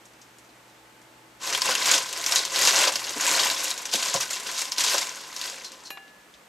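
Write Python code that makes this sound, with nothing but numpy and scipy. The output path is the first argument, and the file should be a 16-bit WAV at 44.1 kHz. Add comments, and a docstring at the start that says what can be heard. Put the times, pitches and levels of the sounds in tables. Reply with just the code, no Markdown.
"""A small kitchen with still air and a faint appliance hum: marinade drips onto sliced onion and sprouts in a steel
bowl, then a hand in a thin plastic glove tosses them. Shaped noise, clicks and bubbles, driven by the hand's effort,
make the wet crackle; bursts of pitched noise make the louder snaps and the drops. Now and then the glove squeaks or
the hand bumps the resonant bowl. Near the end a china plate, a set of decaying sines, is tapped twice."""
import sys
import numpy as np
from scipy import signal
from scipy.fft import rfft, irfft
from scipy.io import wavfile
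from scipy.ndimage import uniform_filter1d

SR = 44100
rng = np.random.default_rng(int(sys.argv[2]) if len(sys.argv) > 2 else 0)


def generate_wav(signal):
    """Clip the signal to [-1, 1] and save it as 16-bit WAV at the path in sys.argv[1]."""
    frames = np.transpose(np.atleast_2d(signal))
    scaled = np.clip(frames, -1, 1) * 32767
    pcm = np.round(scaled).astype(np.int16)
    wavfile.write(sys.argv[1], SR, pcm)


N = 285768
TIME = np.arange(N) / SR

# the loudest slices breaking: (time [s], level before the snap gain [dB], pitch [Hz])
SNAPS = [(1.548, -11.5, 3300), (1.6185, -6, 4760), (1.7085, -11.5, 2650), (1.7516, -10, 2700),
         (1.8592, -11, 7400), (1.9089, -16, 3360), (2.0906, -22, 5320), (2.1275, -15, 8240),
         (2.2403, -13, 4870), (2.2622, -8.5, 5800), (2.3214, -7.5, 5230), (2.359, -10, 3930),
         (2.4505, -12.5, 5800), (2.5594, -10.5, 4300), (2.6312, -10, 4650), (2.6724, -6, 4630),
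         (2.7606, -7.5, 6295), (2.956, -12.5, 5050), (3.2087, -9.5, 6800), (3.2655, -10, 7660),
         (3.4993, -9, 3980), (3.712, -13.5, 3720), (3.777, -20, 6650), (3.8541, -17, 6100),
         (3.914, -19, 5070), (3.9375, -6.5, 4100), (4.0252, -16.5, 3100), (4.141, -8.5, 6900),
         (4.7193, -10, 5340), (4.782, -6.5, 5200), (4.8059, -10.5, 7060), (4.8965, -12.5, 5550),
         (4.9798, -11, 6360), (5.2054, -30.5, 5060), (5.3634, -17.5, 5640), (5.4133, -16.5, 3950),
         (5.439, -20, 4800), (5.6451, -28, 4140), (5.718, -29.5, 5500)]


def from_db(db):
    """Decibels to gain."""
    return 10 ** (np.asarray(db) / 20)


def rms_one(x):
    """Scale to unit power."""
    return x / np.sqrt(np.mean(x ** 2) + 1e-20)


def level_curve(rows):
    """Interpolate (time, level) rows to a level in dB at every sample."""
    s, db = np.transpose(rows)
    return np.interp(TIME, s, db)


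def cut(x, hz, kind, order=4):
    """Butterworth low- or high-pass."""
    return signal.sosfilt(signal.butter(order, min(hz, .45 * SR), kind, fs=SR, output="sos"), x + 1e-18)


def convolve(x, response):
    """Pass a sound through an impulse response, keeping its length."""
    return signal.oaconvolve(x, response)[:len(x)]


def colour(x, spectrum, size=4096):
    """Causal (minimum-phase) filter with the given spectrum, built by folding its cepstrum."""
    hz, db = np.transpose(spectrum)
    grid = np.maximum(np.fft.rfftfreq(size, 1 / SR), 1)
    gain = from_db(np.interp(np.log(grid), np.log(hz), db))
    cepstrum = irfft(np.log(gain))
    cepstrum[1:size // 2] *= 2
    cepstrum[size // 2 + 1:] = 0
    return convolve(x, irfft(np.exp(rfft(cepstrum))))


def resonate(x, hz, width_hz):
    """A two-pole resonance with gain 1 on top; the narrower it is, the longer it rings."""
    r = np.exp(-np.pi * width_hz / SR)
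    feed = np.array([1, 0, -1]) * (1 - r * r) / 2
    feedback = [1, -2 * r * np.cos(2 * np.pi * hz / SR), r * r]
    return signal.lfilter(feed, feedback, x + 1e-18)


def drift(rate):
    """A random wander of spread 1 along straight lines, with `rate` random points per second."""
    knots = rng.standard_normal(N // 20)
    return rms_one(np.interp(TIME * rate, np.arange(len(knots)), knots))


def dying_noise(t60, start=0.):
    """Half a second of decaying noise with unit energy, silent until `start` [s]."""
    t = TIME[:SR // 2]
    cloud = rng.standard_normal(len(t)) * from_db(-60 * t / t60) * (t >= start)
    return cloud / np.sqrt(np.sum(cloud ** 2) + 1e-20)


def add(track, s, sound):
    """Mix a sound in at a time."""
    at = max(round(s * SR), 0)
    track[at:at + len(sound)] += sound[:max(N - at, 0)]


def clicks(per_s, spread_db):
    """Random clicks of either sign, most small and a few large."""
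    when, strength, sign = rng.random((int(per_s * N / SR), 3)).T
    level_db = spread_db * np.minimum(-np.log(1 - strength), 4.5)
    out = np.zeros(N)
    out[(when * N).astype(int)] = from_db(level_db) * np.sign(sign - .5)
    return out


def echoes(x, t60, start=0., count=6):
    """Diffuse reflections: in each band fresh noise follows the sound's energy, which lingers and dies."""
    edges = np.geomspace(150, 12000, count + 1)
    bands = [(edges[0], "low"), *[(pair, "band") for pair in zip(edges, edges[1:])], (edges[-1], "high")]
    keep = from_db(-120 / (t60 * SR))  # per sample; doubled because it acts on energy
    lag = int(abs(start) * SR)
    white, out = rng.standard_normal((2, N)), np.zeros(N)
    for k, (hz, kind) in enumerate(bands):
        sos = signal.butter(2, hz, kind, fs=SR, output="sos")
        power = signal.sosfilt(sos, x + 1e-18) ** 2 + 1e-20
        energy = signal.lfilter([1 - keep], [1, -keep], power)
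        band_noise = rms_one(signal.sosfilt(sos, white[k % 2]))
        out[lag:] += (np.sqrt(energy) * band_noise)[:N - lag]
    return out


def background(air_db=-54.5, waver_db=0.5):
    """Still kitchen air is stereo shaped noise; an appliance hum is a few sines that waver in level."""
    # kitchen air: (frequency [Hz], relative level per Hz [dB])
    air_spectrum = [(25, -33), (59, -6), (86, -24), (130, -10.5), (200, -4.5), (310, -4.5), (450, -5.5),
                    (900, -6.5), (2000, -9.5), (5000, -17.5), (8200, -18), (9200, -23), (12000, -23.5),
                    (14600, -27), (15500, -43)]
    # stereo width of the air: (frequency [Hz], side against mid [dB])
    air_width = [(20, -39), (60, -30), (200, -27), (500, -6.5), (1100, -3.5), (3000, -4), (7000, -7),
                 (9500, -13), (11500, -26), (15000, -26)]
    # hum over time: (time [s], level [dB])
    hum_level = [(0, -69.5), (3.58, -64.5), (3.76, -89.5), (6.48, -85)]
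    # hum lines: (frequency [Hz], level against the hum [dB])
    hum_lines = [(120, -0.42), (326, 0.48), (875, 0.82)]
    mid, side = [from_db(air_db) * rms_one(colour(white, air_spectrum))
                 for white in rng.standard_normal((2, N))]
    hum = np.zeros(N)
    for hz, db in hum_lines:
        hum += np.sqrt(2) * from_db(db + waver_db * drift(rate=3.1)) * np.sin(2 * np.pi * hz * TIME)
    return mid + from_db(level_curve(hum_level)) * hum + colour(side, air_width) * [[1], [-1]]


def stereo(x, lean, spread_db):
    """The sound leans to the left, and echoes from the sides differ between the channels."""
    # stereo width of the close sounds: (frequency [Hz], side gain [dB])
    near_width = [(20, -32), (70, -25), (250, -46), (450, -27), (750, -11.5), (1700, -8.5), (3200, -9),
                  (5000, -16.5), (7400, -13), (7800, -4.5), (9500, -7.5), (11000, -13.5), (11800, -37),
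                  (15000, -35)]
    side = colour(lean * x + from_db(spread_db) * echoes(x, t60=0.0055), near_width)
    return np.array([x + side, x - side])


def plate(tick_db=-4.0, clatter_db=23.5, clatter_t60=0.031, clatter_hz=2600):
    """A hard tick and a short clatter, then the china rings; a softer touch wakes only the low modes."""
    # taps: (time [s], level [dB], ringing against the tap [dB], pitch above which the contact fades [Hz])
    taps = [(5.9042, -22.5, -1.5, 14000), (5.9725, -27.5, -5, 1940)]
    # china modes: (frequency [Hz], level [dB], t60 [s])
    china_modes = [(786, -21, .33), (1712, -21.5, 1.15), (2455, -14.5, 0.15), (2805, -18.5, 0.47),
                   (4021, -20, 0.25), (5712, -26, .13), (6940, -23, .15), (9080, -23, .18),
                   (11750, -10.5, .14)]
    out, t = np.zeros(N), TIME[:SR]
    for s, tap_db, ring_db, top_hz in taps:
        clatter = cut(dying_noise(clatter_t60), clatter_hz, "low", order=2)
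        contact = from_db(clatter_db) * cut(clatter, 540, "high", order=2)
        contact[0] += from_db(tick_db)
        add(out, s, from_db(tap_db) * cut(contact, 2 * top_hz, "low", order=2))
        ringing = np.zeros(len(t))
        for hz, db, t60 in china_modes:
            mode = from_db(db - 60 * t / t60) * np.sin(2 * np.pi * hz * (t + s))  # both taps ring in step
            ringing += mode / (1 + (hz / top_hz) ** 4)
        add(out, s, from_db(tap_db + ring_db) * ringing)
    return out


def bowl(x, damping_db=2.5):
    """The steel's resonances ring along, each more or less freely as the salad shifts over it."""
    # resonances of the filled bowl: (frequency [Hz], width [Hz], mean level [dB])
    steel_modes = [(302.3, 8.8, -0.5), (543.3, 23.5, 5), (680, 25, -3), (1015, 62, 7.5), (1527, 110, -1.5),
                   (1968, 20, -3), (2720, 60, -5), (3850, 13, -1.5), (5355, 18, -8.5)]
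    ringing = np.zeros(N)
    for hz, width_hz, db in steel_modes:
        ringing += from_db(db + damping_db * drift(rate=11)) * resonate(x, hz, width_hz)
    return x + ringing


def bumps(thud_db=-14.0, slap_db=-11.0, slap_t60=0.11, rise_s=0.0039):
    """A soft blow on the bowl gives a damped sine thud with a wet slap of noise round it."""
    # the hand bumps the bowl: (time [s], level before thud and slap gains [dB], thud pitch [Hz], thud t60 [s])
    blows = [(1.686, -17, 518, 0.12), (2.868, -16, 604, 0.045), (3.158, -24, 310, 0.046),
             (3.306, -37, 189, .2), (3.934, -21, 340, 0.1), (3.940, -23.5, 239, .2), (4.141, -17, 560, .1),
             (4.145, -28, 134, 0.34), (4.938, -18, 537, .085)]
    out, t = np.zeros(N), TIME[:SR // 2]
    for s, blow_db, hz, t60 in blows:
        thud = np.sin(2 * np.pi * hz * t) * from_db(thud_db - 60 * t / t60)
        slap = resonate(dying_noise(slap_t60), hz, 0.96 * hz)
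        slap = from_db(slap_db) * slap / np.std(slap[:SR // 50])
        blow = (thud + slap) * (1 - np.exp(-t / rise_s))
        add(out, s, from_db(blow_db) * cut(blow, 0.65 * hz, "high", order=3))
    return bowl(out)


def squeaks(ring_t60=0.19, waver=0.021, rasp_db=0.0, rasp_hz=5300, rasp_t60=0.11):
    """Wet plastic sticks and slips on the steel: a short rasp, and an unsteady note that sings on briefly."""
    # squeaks of the glove: (time of full strength [s], level [dB], build-up [s], mean pitch [Hz])
    glove_squeaks = [(2.361, -20, .005, 3920), (2.372, -27, 0.0074, 4320), (5.649, -37, 0.0071, 4220),
                     (5.663, -42, .01, 4030), (5.86, -42.5, .015, 4360), (5.871, -45, 0.0082, 4080)]
    out, t = np.zeros(N), TIME[:SR // 3]
    for s, squeak_db, build_s, hz in glove_squeaks:
        # 900 random pitches per second, joined by lines
        pitch = hz * (1 + waver * np.interp(t * 900, np.arange(300), rng.standard_normal(300)))
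        note = np.sin(2 * np.pi * np.cumsum(pitch) / SR)
        rasp = resonate(rng.standard_normal(len(t)), rasp_hz, 3000)
        rasp = from_db(rasp_db) * rms_one(resonate(rasp, rasp_hz, 3000))
        since = np.maximum(t - build_s, 0)
        sound = note * from_db(-60 * since / ring_t60) + rasp * from_db(-60 * since / rasp_t60)
        add(out, s - build_s, np.minimum(t / build_s, 1) * from_db(squeak_db) * sound)
    return out


def pops(table, gain_db, damping, splinter_db, splinter_t60, crack_db, burst_t60=0.0055, rise_s=.0012):
    """Each pop is a brief pitched tear with a broad crack and a spray of noise trailing after it."""
    # colour of a pop: (frequency [Hz], relative level [dB])
    pop_spectrum = [(200, -38), (800, -5.5), (3000, 4.5), (7000, 3.5), (9500, -4.5), (12000, -2.5),
                    (16000, -41)]
    out = np.zeros(N)
    for s, peak_db, hz in table:
        spray = from_db(splinter_db) * dying_noise(splinter_t60, start=0.00035)
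        force = (dying_noise(burst_t60) + spray)[:SR // 8]
        force = force * np.minimum(TIME[:len(force)] / rise_s, 1)
        tear = resonate(force, hz, damping * hz)
        pulse = colour(tear + from_db(crack_db) * force, pop_spectrum)
        add(out, s, pulse / np.abs(pulse).max() * from_db(peak_db + gain_db))
    return out


def bubbles(per_s=420, spread_db=4.0, cycles=30, glide=0.02):
    """Small bubbles in the marinade ring for a moment, each at a pitch of its own that rises a little."""
    out = np.zeros(N)
    for when, pitch, strength, life in rng.random((int(per_s * N / SR), 4)):
        hz = 450 * 19 ** pitch  # 450 to 8550 Hz
        t60 = cycles * (.5 + life) / np.sqrt(1500 * hz)  # high ones last more cycles
        age = TIME[:int(t60 * SR) + 2] / t60
        phase = 2 * np.pi * hz * t60 * age * (1 + glide * age / 2)
        ring = np.sin(phase) * from_db(-60 * age)
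        level_db = spread_db * min(-np.log(1 - strength), 4)
        add(out, when * N / SR, ring * np.sqrt(hz / t60) * from_db(level_db))
    return rms_one(out)


def grains(per_s, spread_db, damping, patchy_db, count=24):
    """Tiny wet films burst and ring for a few cycles; bursts of like pitch come in flurries."""
    out = np.zeros(N)
    for hz in np.geomspace(120, 14000, count):
        bursts = rms_one(clicks(per_s / count, spread_db))
        flurry = bursts * from_db(patchy_db * drift(rate=55))
        out += resonate(flurry, hz, damping * hz)
    return rms_one(out)


def effort():
    """The hand's effort and the wetness in dB: each push builds, holds and dies as the slices settle."""
    # between pushes the glove keeps sliding over the slices: (time [s], level [dB])
    sliding = [(1.39, -48.5), (1.45, -34.3), (2.06, -36.5), (3.0, -35), (3.8, -38), (4.7, -39.5),
               (5.2, -45), (5.6, -45), (5.8, -55.4)]
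    # pushes: (time [s], build-up [s], hold [s], t60 of the settling slices [s], effort [dB], wetness [dB])
    strokes = [(1.445, 0.09, 0.0072, 0.53, -29, 4), (1.64, 0.019, 0.023, 0.56, -25.5, 5),
               (1.758, 0.16, 0.046, 0.2, -21, 2.8), (2.152, 0.008, 0.018, 1, -34.5, 3),
               (2.228, 0.11, 0.012, 0.46, -23.9, 0.7), (2.502, 0.11, 0.083, 0.26, -21.5, 2.5),
               (2.693, 0.061, 0.12, 0.26, -23.5, 5), (3.155, 0.12, 0.18, 0.43, -25, 4),
               (3.512, 0.095, 0.097, 0.11, -30, -2), (3.915, 0.023, 0.0093, 0.16, -23, -7),
               (3.954, 0.032, 0.19, 0.14, -31, 0), (4.19, 0.018, 0.018, 0.16, -30, -3.3),
               (4.295, 0.01, 0.038, 0.29, -33, -6), (4.44, 0.031, 0.034, 0.42, -35.5, 1),
               (4.54, 0.051, 0.03, 0.24, -28, -6.5), (4.773, 0.008, 0.19, 0.57, -25.5, -0.8),
               (5.306, 0.1, 0.087, 0.47, -36.5, -2.5)]
    power = from_db(level_curve(sliding)) ** 2
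    wet_power = power
    for s, build_s, hold_s, t60, level_db, wet_db in strokes:
        settling_s = np.maximum(TIME - s - build_s - hold_s, 0)
        fall_db = 60 * np.minimum(settling_s / t60, 2)
        push = np.clip((TIME - s) / build_s, 0, 1) * from_db(level_db - fall_db)
        power = power + push ** 2
        wet_power = wet_power + (push * from_db(wet_db)) ** 2
    return 10 * np.log10(power), 10 * np.log10(wet_power / power)


def snap_room(duck_db=1.8, lead_s=0.05):
    """The rustle is turned down shortly before each snap, so that the snap stands out."""
    marks = np.zeros(N)
    marks[[int(s * SR) for s, peak_db, hz in SNAPS]] = 1
    # filtered backwards, so the dip deepens towards each snap
    ahead = signal.lfilter([1], [1, -np.exp(-1 / (lead_s * SR))], marks[::-1] + 1e-18)[::-1]
    return from_db(-duck_db * ahead)


def salad_texture(clump_db=2.0, tear_db=-7.5, bubble_db=-5.5, scatter_db=0.5):
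    """Bursting films, tearing fibres and bubbles come in clumps and rattle round the steel bowl."""
    # colour of the wet salad: (frequency [Hz], relative level [dB])
    salad_spectrum = [(50, -23.5), (100, -18), (200, -18.5), (400, -8.5), (800, -6.5), (1300, -5.5),
                      (2200, 2), (4000, 0.5), (6800, 4), (8200, -0.5), (10000, -9), (11800, -5.5),
                      (14000, -17.5), (16000, -46)]
    films = grains(per_s=4200, spread_db=3.5, damping=0.21, patchy_db=3.5)
    fibres = rms_one(clicks(per_s=450, spread_db=5.5))
    texture = films + from_db(bubble_db) * bubbles() + from_db(tear_db) * fibres
    texture = texture * from_db(clump_db * drift(rate=170))
    texture = texture + from_db(scatter_db) * echoes(texture, t60=0.13, start=.0004)  # off the steel walls
    return colour(bowl(texture), salad_spectrum)


def tossing(ordinary_push_db=-30, catch_db=0.89):
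    """The hand's effort and the wetness drive rubbing, squelch, crunch and crinkle, one pitch band each."""
    # rubbing on the steel, wet squelch, crunch of the slices, crinkle of the glove: (level at an ordinary
    # push [dB], gain per dB of effort [dB/dB], gain per dB of wetness [dB/dB])
    voices = [(-58, 0.42, 1.0), (-39, 0.68, 1.0), (-35, 0.89, .42), (-30.5, 1.0, 0.0)]
    hand_in_s, hand_out_s, touch_s = 1.388, 5.91, 0.03  # enters and leaves the bowl; time to make contact
    rest, bands = salad_texture(), []
    for hz in (300, 1300, 4000):
        bands.append(cut(rest, hz, "low"))
        rest = cut(rest, hz, "high")
    bands.append(rest)
    effort_db, wet_db = effort()
    push_db = effort_db - ordinary_push_db + catch_db * drift(rate=40)  # slices catch and slip
    touching = np.clip(np.minimum(TIME - hand_in_s, hand_out_s - TIME) / touch_s, 0, 1)
    out = np.zeros(N)
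    for band, (level_db, per_effort, per_wet) in zip(bands, voices):
        # level out slow swells, so that the hand sets the loudness
        steady = band / np.sqrt(uniform_filter1d(band ** 2, size=1800) + 1e-12)
        out += steady * from_db(level_db + per_effort * push_db + per_wet * wet_db)
    return out * touching


def scene(room_db=-16.0, room_t60=0.051):
    """Bowl and plate close by in a small room, over the kitchen's air and hum."""
    # drops of marinade landing: (time [s], level before the drop gain [dB], pitch [Hz])
    landings = [(0.0542, -35.5, 7460), (0.1341, -43, 4950), (0.215, -36, 6160), (0.384, -35, 8050),
                (0.4459, -44, 6330), (0.4924, -43, 4240), (0.6789, -47, 5900), (0.699, -45, 5350),
                (1.016, -42, 7150), (6.079, -40, 3720), (6.339, -38, 3770)]
    drops = pops(landings, gain_db=-3.0, damping=0.5, splinter_db=-4.5, splinter_t60=0.12, crack_db=-26.0)
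    snaps = pops(SNAPS, gain_db=-1.5, damping=0.2, splinter_db=-5.5, splinter_t60=0.07, crack_db=-8.5)
    near = plate() + bumps() + squeaks() + drops + bowl(snaps) + tossing() * snap_room()
    near = near + from_db(room_db) * echoes(near, room_t60, start=.005)
    return background() + stereo(near, lean=0.32, spread_db=-3.5)


def record(dry):
    """A steep elliptic low-pass cuts the top at 15.8 kHz."""
    return signal.sosfilt(signal.ellip(10, .1, 80, 15800, fs=SR, output="sos"), dry)


dry = scene()
out = record(dry)
generate_wav(out)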